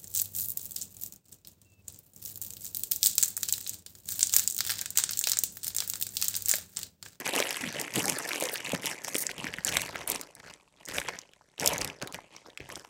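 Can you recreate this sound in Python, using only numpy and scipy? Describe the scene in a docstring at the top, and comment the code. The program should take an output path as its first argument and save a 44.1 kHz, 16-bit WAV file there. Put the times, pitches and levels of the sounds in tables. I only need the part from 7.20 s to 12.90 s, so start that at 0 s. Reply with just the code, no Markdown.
"""A small, curtained room, with a clip-on microphone close to hands that work a foil snack bag open.
Creases snap as ringing film modes over a fine crackle of many small buckles; folds roll as gliding notes.
Whole panels flip with a hollow pop, and the glued seam peels in two quick zips of tiny slips.
Then a hand reaches into the open bag, sliding as soft hiss, rustles it and lifts it, over a faint hush."""
import sys
import numpy as np
from scipy import signal
from scipy.io import wavfile
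from scipy.ndimage import uniform_filter1d

SR = 44100
rng = np.random.default_rng(int(sys.argv[2]) if len(sys.argv) > 2 else 0)


def wav_record(signal):
    """Record a signal, one row per channel, as 16-bit PCM in the file named by sys.argv[1]."""
    frames = np.transpose(np.atleast_2d(signal))
    bounded = np.clip(frames, -1, 1)
    # unit amplitude maps onto the largest positive 16-bit level
    quanta = np.round(bounded * 32767).astype(np.int16)
    wavfile.write(sys.argv[1], SR, quanta)


N = 251243
TIME = np.arange(N) / SR  # seconds
EDGE_HZ = 16050  # top of the recorded band

# colour of the bag, as a relative spectrum: frequency_hz, density_db (per Hz)
BAG = [(40, -10), (176, -4.5), (520, -4), (900, -5.5), (1240, -10), (1950, 0.5), (2900, -9), (4500, -14.5),
       (5700, -6.5), (8340, -8.5), (13800, -14.5), (16000, -12.5)]


def snaps(rise=1.0, slip_db=-16, slip_s=0.003, late_s=0.0008, count=3):
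    """Each crease buckles and rings its own facet, the broader the drier, amid weaker slips of other facets."""
    # creases that snap through: start_s, energy_db (over one millisecond), pitch_hz,
    # spread_octaves (facet() takes at least 0.2)
    creases = [(0.0665, -24, 2700, 1.1), (0.136, -25, 3720, 0.54), (0.1625, -19.5, 5960, 1.4),
               (0.2019, -17, 2730, 1.66), (0.2248, -18, 2840, 0.31), (0.237, -30, 4600, 0.9),
               (0.3073, -21, 3270, 1.85), (0.4117, -31, 4300, 1.2), (0.438, -25, 1860, 0.28),
               (0.5264, -31.5, 3600, 0.94), (0.5665, -29, 2850, 0.54), (0.599, -24.5, 8140, 0.62),
               (0.614, -22.5, 6550, 1.16), (0.679, -28, 2010, 0.32), (0.739, -28, 5600, 1.4),
               (0.7572, -23, 7100, 1.5), (0.794, -22.5, 5500, 1.15), (0.821, -32, 5850, 0.87),
               (0.8564, -20.5, 7700, 0.53), (0.881, -21, 6200, 0.67), (0.8978, -16, 5600, 1.03),
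               (0.987, -24.5, 7900, 0.75), (1.0906, -24, 4350, 1.76), (1.108, -25, 2100, 0.34),
               (1.1164, -22.5, 2170, 0.18), (1.1325, -24, 3800, 0.8), (1.1585, -25.5, 4200, 1.5),
               (1.2008, -26.5, 8700, 0.43), (1.2087, -25.5, 9100, 0.45), (1.225, -25.5, 4560, 1.34),
               (1.238, -21.5, 6550, 1.1), (1.2545, -25.5, 5300, 0.54), (1.288, -26, 4140, 0.36),
               (1.357, -23.5, 3480, 1.05), (1.374, -32, 4120, 1.7), (1.462, -28, 3150, 0.28),
               (1.5022, -30, 2740, 0.79), (1.5198, -28.5, 8300, 0.73), (1.5494, -24, 2210, 0.87),
               (1.6216, -36, 6400, 1.3), (1.6581, -21, 6400, 1.02), (1.666, -23, 5800, 0.75),
               (1.6708, -21.5, 2380, 0.89), (1.7255, -35, 3400, 0.89), (1.847, -25, 6400, 1.1),
               (1.8828, -27.5, 5440, 1.2), (1.8892, -37, 5630, 1.1), (1.945, -25, 6600, 1.4),
               (1.951, -24, 7500, 0.67), (1.9547, -20, 2100, 1.2), (1.9619, -28, 9000, 0.83),
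               (1.9658, -22, 9300, 0.66), (2.0674, -18.5, 6170, .12), (2.092, -26.5, 1760, 0.47),
               (2.114, -29, 2840, 0.76), (2.181, -32, 3880, 1), (2.243, -26.5, 2160, 0.92),
               (2.2679, -23.5, 1850, .15), (2.2859, -32.5, 2330, 0.41), (2.3388, -24.5, 2450, 0.82),
               (2.3849, -26, 1950, 0.45), (2.4484, -14, 8360, 0.44), (2.4702, -23, 6700, 0.46),
               (2.4775, -21, 7140, 0.18), (2.483, -24, 3230, 0.21), (2.49, -24, 5040, 0.81),
               (2.5243, -25, 3000, 1.2), (2.5402, -27.5, 5750, 0.8), (2.556, -21.5, 2200, 0.25),
               (2.5694, -12, 2880, 1.14), (2.618, -22.5, 6300, 1.2), (2.662, -32, 4170, 2.5),
               (2.745, -34, 2310, 0.39), (2.758, -23.5, 1780, 0.21), (2.813, -36, 3470, 0.87),
               (2.8765, -21, 9900, 0.19), (2.9001, -17, 9800, 0.41), (2.9181, -20, 7440, 1.7),
               (2.9593, -27, 5000, 0.69), (3.013, -27, 7540, 1.35), (3.152, -39, 8600, 0.64),
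               (3.201, -42, 2380, 1), (3.3378, -38.5, 4800, 0.55), (3.603, -52, 2600, 1.1),
               (3.6538, -36, 7060, 0.2), (3.6605, -34, 7160, 0.22), (3.6865, -29.5, 5400, 1.33),
               (3.7835, -17.5, 2500, 0.88), (3.816, -27, 2180, 0.34), (3.861, -33, 1950, 0.29),
               (3.8863, -22, 2000, 1.01), (3.892, -26.5, 1480, 1.07), (3.9889, -29.5, 5170, 0.32),
               (4.016, -42, 4660, 0.34), (4.135, -45.5, 3040, 0.77), (4.38, -36.5, 3100, 0.35),
               (4.398, -23, 5600, 0.64), (4.4086, -29.5, 5600, 0.36), (4.4438, -28, 5100, 0.91),
               (4.4605, -13, 7800, 0.41), (4.4753, -10.5, 7150, 0.48), (4.479, -20, 7000, 0.6),
               (4.5353, -25.5, 6600, 0.4), (4.5604, -27, 2410, 0.17), (4.5809, -23.5, 6500, 0.64),
               (4.6139, -22.5, 5800, 0.42), (4.618, -22, 3840, 0.62), (4.6467, -22, 4960, 0.75),
               (4.6763, -29.5, 4650, 0.54), (4.7, -29.5, 2280, 0.9), (4.816, -32, 3080, 0.68),
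               (4.825, -27, 4640, 1.07), (4.8742, -31.5, 2550, 1.83), (4.9245, -35, 6500, 1),
               (4.9443, -28.5, 3350, 1.48), (5.1644, -37, 4450, 0.26), (5.3017, -44.5, 3570, 0.16),
               (5.3745, -29.5, 3350, 0.77), (5.404, -34.5, 2500, 0.49), (5.501, -32, 2000, 1),
               (5.5564, -30, 4900, 0.56), (5.648, -42, 2560, 1.13)]
    t60, linger_db = 0.0105, -26  # t60 in s, before the spread shortens it
    out = np.zeros(N)
    for s, db, hz, octaves in creases:
        ring = facet(hz, octaves, t60 / (1 + octaves / 2), rise, linger_db, crack_db=-13.5)
        add(out, s, amp(db) * rebound(ring, edge=0.37))
        # slips fall just before and after the snap
        for when, detune in rng.uniform(-0.65, 1, (count, 2)):
            slip = facet(hz * 2 ** (detune / 2), octaves, t60, rise, count=12, size=400)
            add(out, s + late_s + slip_s * when, amp(db + slip_db) * slip)
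    return out


def facet(hz, octaves, t60, rise, linger_db=-19, crack_db=-12, count=30, size=2400):
    """A patch of film cracks and rings in short modes about its pitch; t60 (s) is at 1 kHz, higher is shorter."""
    t = np.arange(size) / SR
    place, phase = rng.random((2, count, 1))
    octaves = max(octaves, 0.2)
    # one mode at a random place in each equal step of pitch
    low = np.log2(hz) - 2 * octaves
    high = min(np.log2(hz) + 2 * octaves, np.log2(EDGE_HZ))
    f = 2 ** (low + (high - low) * (np.arange(count)[:, None] + place) / count)
    life = t60 * (f / 1000) ** -0.62
    nearness = np.exp(-0.72 * abs(np.log2(f / hz)) / octaves)
    weight = nearness * np.sqrt(amp(read(BAG, f)) * np.sqrt(f))
    fall = np.exp(-np.log(1000) * t / life)
    fall = fall + amp(linger_db) * np.sqrt(np.sqrt(fall))  # the rest of the bag rings on, weaker and longer
    swell = 1 - np.exp(-t * f / rise)  # rise in cycles of each mode
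    modes = weight / np.sqrt(life) * swell * fall * np.sin(2 * np.pi * (f * t + phase))
    ring = modes.sum(0) * (1 - t / t[-1])
    # the first few cycles are rough and wide in pitch
    cycles = t * hz
    double_pole = np.poly([np.exp(-2 * np.pi * hz / SR)] * 2)
    rough = signal.lfilter([1, -1], double_pole, rng.standard_normal(size))
    crack = rough * cycles * np.exp(-cycles)
    return one_ms(unit(ring) + amp(crack_db) * unit(crack))


def rebound(ring, edge=0.56, shortest_s=0.00027, longest_s=0.0006):
    """The wave comes back from the edge of the facet and carves the ring into a few separate peaks."""
    trip, side = rng.random(2)
    lag = max(round((shortest_s + (longest_s - shortest_s) * trip) * SR), 1)
    returned = np.r_[np.zeros(lag), ring[:-lag]]
    both = ring + np.sign(side - 0.5) * edge * returned
    return both * np.linalg.norm(ring) / np.linalg.norm(both)  # same energy as before


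def crackle(crinkle_gain_db=1.92, fizz_gain_db=-2.5, keen_db=-43, keen_slope=0.19):
    """The buckles sound in the film as crinkle and fizz, and in the pouch as a hollow rumple and bass."""
    # the mouth of the bag comes apart: first and last time, in s
    opening_s = (1.95, 2.3)
    crinkle_db, fizz_db, hollow_db, bass_db = hands()
    film, pushes = buckles(crinkle_db)
    bag = folding(coloured(film + 0.4 * pushes, BAG))
    crinkle = played(band(bag, 1143, 4350), crinkle_db + crinkle_gain_db)
    # hard handling is keen, gentle handling loses its top
    keen = amp(np.clip(keen_slope * (fizz_db - keen_db), -20, 2))
    treble = band(bag, 4700, 14000)
    dull = signal.convolve(treble, signal.firwin(15, 8500, fs=SR), "same")
    fizz = played(dull + keen * (treble - dull), fizz_db + fizz_gain_db)
    hollow = played(band(bag, 271, 1365), hollow_db)
    # the sealed pouch is stiff; once open it goes slack and sounds deeper
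    air = folding(coloured(pushes, BAG))
    slack = np.interp(TIME, opening_s, (0, 1))
    stiff_air, slack_air = band(air, 94.5, 284), band(air, 35, 201)
    bass = played((1 - slack) * stiff_air + slack * slack_air, bass_db)
    return crinkle + fizz + hollow + bass


def hands(size=64):
    """Levels in dB of crinkle, fizz, hollow and bass: the power of all squeezes adds to the stir of the held bag."""
    # each squeeze, pull or shove: start_s, length_s (held), crinkle_db,
    # then relative to the crinkle: fizz_db, hollow_db (sound of the pouch), bass_db.
    # First the fingers work in beside the seam; from 1.8 s they pull it open; from 3 s they spread
    # the mouth; from 4.4 s a hand reaches in and lifts. crackle() trims crinkle and fizz afterwards
    squeezes = [ (0.0, 0.0035, -40, 0, -0.5, -8), (0.064, 0.025, -34.5, 0.5, -2.5, -13.5),
                (0.144, 0.064, -32.5, -1.5, 0.5, -18), (0.247, .14, -40, 1.5, -6, -20.5),
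                (0.41, 0.088, -41, -2.5, -5, -9.5), (0.546, 0.091, -40, -3.5, -0.5, -9),
                (0.664, 0.14, -49.5, -2, -7, -21), (0.751, 0.054, -36, 3, -1.5, -3.5),
                (0.836, 0.09, -38.5, 4, 0, -2.5), (0.958, 0.22, -40, -1, -0.5, -21.5),
                (1.212, 0.07, -39.5, 0, 0, -20), (1.3, 0.11, -43, -3.5, -5, -17),
                (1.445, 0.078, -40.5, -2, -5, -11.5), (1.537, 0.018, -40.5, -0.5, 0.5, 1.5),
                (1.639, 0.083, -39.5, 1, -3.5, -11.5), (1.74, 0.12, -52, -15, -4, -19),
                (1.836, 0.099, -48, 6.5, -1, -8.5), (1.947, 0.12, -45.5, 1.5, -2.5, -11.5),
                (2.1, 0.015, -47.5, 1, 1, -5), (2.181, 0.11, -44, -5, -2, -5),
                (2.325, 0.08, -50.5, -3.5, -0.5, -8), (2.464, 0.16, -38.5, 0.5, -3, -8.5),
                (2.661, 0.17, -46, -4.5, 1.5, -8.5), (2.883, 0.073, -41.5, 2.5, 1.5, -11),
                (3.015, 0.018, -55, -17, 3, -10), (3.179, 0.013, -54, -4, 1, -5),
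                (3.246, 0.065, -51.5, -4, -1.5, -9.5), (3.588, 0.075, -61.5, -7, 1.5, -10),
                (3.691, 0.033, -43.5, -2.5, -2.5, -10), (3.747, 0.044, -40.5, 3.5, -0.5, -9.5),
                (3.855, 0.1, -46.5, -9.5, -3, -10.5), (4.414, 0.12, -37.5, -1.5, 3, -8.5),
                (4.54, 0.13, -42.5, -7, 2, -3.5), (4.827, 0.0084, -45, -6, 7.5, -5),
                (4.945, 0.0091, -45.5, -6.5, -3, -5.5), (5.134, 0.03, -55, -10, 0.5, -12),
                (5.264, 0.023, -57.5, -4, 5, -11), (5.403, 0.051, -56, -11, -0.5, 0),
                (5.494, 0.092, -52.5, 3, 4.5, -5.5), (5.616, 0.01, -58, 0, -9, -20)]
    # the bag merely held: crinkle_db, fizz_db, hollow_db, bass_db
    held_db = (-72, -73, -70, -76)
    # bent film creeping back, level against the squeeze: crinkle_db, fizz_db, hollow_db, bass_db
    creep_db = (-5.5, -8, -4.5, -8)
    # loss of the creep, in dB per second: crinkle, fizz, hollow, bass
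    creep_fade = (128, 114, 115.4, 118)
    build_db_per_s, let_go_db_per_s = 677, 356.5
    t = TIME[::size, None]
    power = amp(held_db) ** 2
    for start, length, db, *colour_db in squeezes:
        before = np.maximum(start - t, 0)
        after = np.maximum(t - start - length, 0)
        # the squeeze lets go, then the film creeps back, softer and for longer
        release_db = np.maximum(-let_go_db_per_s * after, creep_db - after * creep_fade)
        power = power + amp(db + np.r_[0, colour_db] - build_db_per_s * before + release_db) ** 2
    return [np.interp(TIME, t.ravel(), 10 * np.log10(p)) for p in power.T]


def buckles(crinkle_db, t60=0.0098, rub_db=-31, lead_db=-16, lead_s=0.0022, count=140):
    """Countless small buckles, most faint and a few strong; each rings one of many facets, some keen, some broad."""
    per_s, busiest_db = 1900, -36  # chances per second, and the effort at which all of them are taken
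    spread_db, most = 5.6, 3.3  # exponential spread of strength, cut off at this many spreads
    pitches = np.geomspace(260, 13000, count)
    rings = []
    for hz, octaves in zip(pitches, rng.uniform(0.3, 1.4, count)):
        ring = facet(hz, octaves, t60, 0.095, count=14, size=1200)
        rings.append(rebound(ring) * np.sqrt(hz))
    when, size, which, sign, chance = rng.random((int(per_s * N / SR), 5)).T
    at = (when * N).astype(int)
    happens = chance < amp(crinkle_db[at] - busiest_db) ** 0.3  # gentle hands make fewer buckles
    strength = happens * amp(spread_db * np.minimum(-np.log(1 - size), most)) * np.sign(sign - 0.5)
    film, pushes = np.zeros((2, N))
    facets, leads = (which * count).astype(int), rng.random(len(when))
    for s, a, k, lead in zip(when * N / SR, strength, facets, leads):
        add(film, s - lead * lead_s, amp(lead_db) * a * rings[k - 1])  # a neighbouring facet gives way first
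        add(film, s, a * rings[k])
    pushes[at] = strength  # every buckle also shoves the air in the pouch
    rub = amp(rub_db) * rng.standard_normal(N)
    return unit(film) + rub, unit(pushes)


def folding(x, size=512):
    """The folds keep changing shape: resonances come and go in patches of some 30 ms and half an octave."""
    patchy_db, even_above_hz, wander_octaves = 3.6, 6500, 0.27
    hz, _, z = signal.stft(x, nperseg=size, noverlap=size * 3 // 4, fs=SR)
    # random patches of level, laid out in tenths of an octave (wider in the bass)
    tenths = (10 * np.log2(1 + hz / 150)).astype(int)
    field = rng.standard_normal((tenths[-1] + 1, z.shape[1]))
    field = uniform_filter1d(field, 7, axis=1)
    field = unit(uniform_filter1d(field, 5, axis=0))
    patches = uniform_filter1d(field[tenths], size=3, axis=0)
    depth_db = patchy_db / (1 + (hz[:, None] / even_above_hz) ** 2)  # treble modes crowd together and even out
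    # tension retunes the whole bag
    tension = unit(uniform_filter1d(rng.standard_normal(z.shape[1]), size=24))
    stretch = 2 ** (wander_octaves * tension)
    retuned_db = read(BAG, hz[:, None] * stretch) - read(BAG, hz[:, None])
    z = z * amp(retuned_db + depth_db * patches)
    return signal.istft(z, nperseg=size, noverlap=size * 3 // 4)[1][:N]


def played(x, db, size=1900):
    """Gives a crackle the slow level that the hands set, leaving its grain alone."""
    power = uniform_filter1d(uniform_filter1d(x ** 2, size), size)
    return x / np.sqrt(abs(power) + 1e-14) * amp(db)


def pops(swell_cycles=0.46, film_db=-11, octaves=0.6, t60=0.017, rise=0.24):
    """A large panel flips and swings briefly: a compact thump of air, with a weaker ring of the film about it."""
    # panels that flip and push the air in the pouch: start_s, energy_db (over one millisecond), pitch_hz
    panels = [(0.066, -29, 693), (0.135, -26, 503), (0.201, -16.5, 510), (0.767, -24, 327),
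              (0.775, -19, 208), (0.782, -19.5, 295), (0.899, -27.5, 350), (1.2238, -18.5, 534),
              (1.3325, -28.5, 525), (1.5332, -18.5, 530), (1.5358, -22, 208), (1.882, -28.5, 870),
              (1.9525, -21, 351), (2.243, -24.5, 244), (2.386, -32, 173), (2.756, -30, 710),
              (3.771, -33, 53.4), (3.784, -26, 520), (3.885, -29.5, 940), (3.8905, -28, 566),
              (4.211, -47, 884), (4.423, -25, 392), (4.447, -24, 594), (4.823, -32, 477), (4.827, -34, 137),
              (4.988, -32.5, 863), (5.261, -41.5, 900), (5.402, -34.5, 371), (5.406, -37, 91),
              (5.649, -39, 860)]
    out = np.zeros(N)
    for s, db, hz in panels:
        ring = facet(hz, octaves, t60, rise)
        cycles = hz * np.arange(len(ring)) / SR
        lag = 2 * np.arctan(2 * np.pi * swell_cycles)  # it draws back as much air as it pushes
        thump = one_ms(cycles * np.exp(-cycles / swell_cycles) * np.sin(2 * np.pi * cycles - lag))
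        add(out, s, amp(db) * one_ms(thump + amp(film_db) * ring))
    return out


def peels():
    """The glue sticks and slips in a train of tiny, uneven slips that ring one taut patch, a little differently."""
    # two pulls on the seam: pitch_hz, spread_octaves, t60_s (at 1 kHz),
    # curve of (time_s, rate in slips per second, level_db of the steady part of a slip)
    pulls = [(13000, .4, .005, [(1.317, 600, -39), (1.328, 230, -39), (1.338, 340, -30),
             (1.346, 450, -35)]), (10500, .8, .009, [(1.983, 390, -28), (1.996, 330, -31), (2.001, 40, -31),
             (2.007, 210, -29), (2.015, 450, -31), (2.024, 800, -31), (2.035, 1000, -39)])]
    rise, uneven_db = 4, 1.5  # cycles; random spread of the slips
    out = np.zeros(N)
    for hz, octaves, t60, curve in pulls:
        s, rate, db = np.transpose(curve)
        t = np.arange(s[0], s[-1], 1 / SR)
        # a slip falls wherever the running count passes a whole number
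        slip_count = np.floor(np.cumsum(np.interp(t, s, rate)) / SR)
        slips = t[np.diff(slip_count, prepend=-1) > 0]
        taut = facet(hz, octaves, t60, rise)
        for at in slips:
            level = amp(np.interp(at, s, db) + uneven_db * rng.standard_normal())
            add(out, at, level * (taut + facet(hz, octaves, t60, rise) / 2))
    return out


def rolls(width_hz=70):
    """Folds roll along and rub one gliding resonance out of the pouch, which swells and fades."""
    # rolling folds: start_s, length_s, first_hz, last_hz, level_db (rms before the swell and fade)
    folds = [(0.405, 0.098, 312, 165, -38.5), (0.848, 0.05, 778, 860, -38), (1.229, 0.054, 558, 513, -35.5)]
    r, out = np.exp(-np.pi * width_hz / SR), np.zeros(N)
    for s, length, first_hz, last_hz, db in folds:
        size = round(length * SR)
        noise = [1, 1j] @ rng.standard_normal((2, SR))
        waver = signal.lfilter([1], np.poly([r, r]), noise)[-size:]  # slow noise, taken once settled
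        glide = np.cumsum(np.geomspace(first_hz, last_hz, size)) / SR
        note = (waver * np.exp(2j * np.pi * glide)).real
        add(out, s, amp(db) * unit(note) * np.sqrt(np.hanning(size)))
    return out


def slide(length_s=0.17, lo_hz=2200, hi_hz=7200):
    """The back of the hand slides along the foil inside the bag: a soft hiss that swells and fades."""
    # slides of the hand: start_s, level_db (rms before the swell and fade)
    strokes = [(5.09, -62.5), (5.391, -64)]
    size, out = round(length_s * SR), np.zeros(N)
    for s, db in strokes:
        hiss = unit(band(rng.standard_normal(size), lo_hz, hi_hz))
        add(out, s, amp(db) * np.sqrt(np.hanning(size)) * hiss)
    return out


def room(x, near_db=-18, near_t60=0.084, far_db=-23, bass_t60=0.43, treble_t60=0.25, size=16384):
    """Quick reflections off hands and chest, then a faint tail that the curtains soak up."""
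    t = np.arange(size) / SR
    # sparse random reflections, about 2500 a second
    near, far = rng.standard_normal((2, size)) * (rng.random((2, size)) < 2500 / SR)
    near = near * (t > 0.0012) * amp(-60 * t / near_t60)
    far = far * (t > 0.007)
    far_bass = band(far, 110, 2000) * amp(-60 * t / bass_t60)
    far_treble = band(far, 4200, 11000) * amp(-60 * t / treble_t60)
    far = far_bass + 0.87 * far_treble
    echo = amp(near_db) * near / np.linalg.norm(near) + amp(far_db) * far / np.linalg.norm(far)
    return x + signal.oaconvolve(x, echo)[:N]


def still_room(level_db=-73.5):
    """The hush of the still room: steady noise shaped by a fixed spectrum."""
    # relative spectrum of the hush: frequency_hz, density_db (per Hz)
    hush = [(30, 10.5), (700, -16.5), (1200, -10.5), (3000, -16), (7900, -10), (16000, -39)]
    return amp(level_db) * unit(coloured(rng.standard_normal(N), hush))


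def amp(db):
    """Decibels to gain."""
    return 10 ** (np.asarray(db) / 20)


def unit(x):
    """Scales to rms 1."""
    return x / np.sqrt(np.mean(x ** 2) + 1e-20)


def one_ms(x):
    """Scales a short sound to the energy of one millisecond at rms 1."""
    return x / np.sqrt(np.sum(x ** 2) / (SR / 1000) + 1e-20)


def read(points, hz):
    """Reads a spectrum on a log-frequency axis."""
    f, db = np.transpose(points)
    return np.interp(np.log(hz + 1), np.log(f), db)


def add(mix, s, sound):
    """Mixes a sound in at time s (seconds)."""
    part = mix[max(round(s * SR), 0):][:len(sound)]
    part += sound[:len(part)]


def band(x, lo_hz, hi_hz, order=3):
    """Causal band-pass."""
    edges = [lo_hz, min(hi_hz, 0.49 * SR)]
    return signal.sosfilt(signal.butter(order, edges, "band", fs=SR, output="sos"), x)


def coloured(x, spectrum, size=4096):
    """Causal minimum-phase filter with the given spectrum, so that clicks keep their sharp fronts."""
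    log_gain = np.log(amp(read(spectrum, abs(np.fft.fftfreq(size, 1 / SR)))))
    taps = np.fft.ifft(np.exp(np.conj(signal.hilbert(log_gain)))).real
    return signal.oaconvolve(x, taps[:size // 2])[:N]


def scene():
    """The bag in the room, over a faint hush."""
    bag = snaps() + pops() + peels() + crackle() + rolls() + slide()
    return (room(bag) + still_room())[None]


def record(dry):
    """The microphone's low cut, then the recorder's band limit."""
    dry = signal.sosfilt(signal.butter(3, 36, "high", fs=SR, output="sos"), dry)
    low_pass = signal.firwin(301, EDGE_HZ, window=("kaiser", 9), fs=SR)
    return signal.oaconvolve(dry, low_pass[None], "same")


dry = scene()
out = record(dry)
wav_record(out)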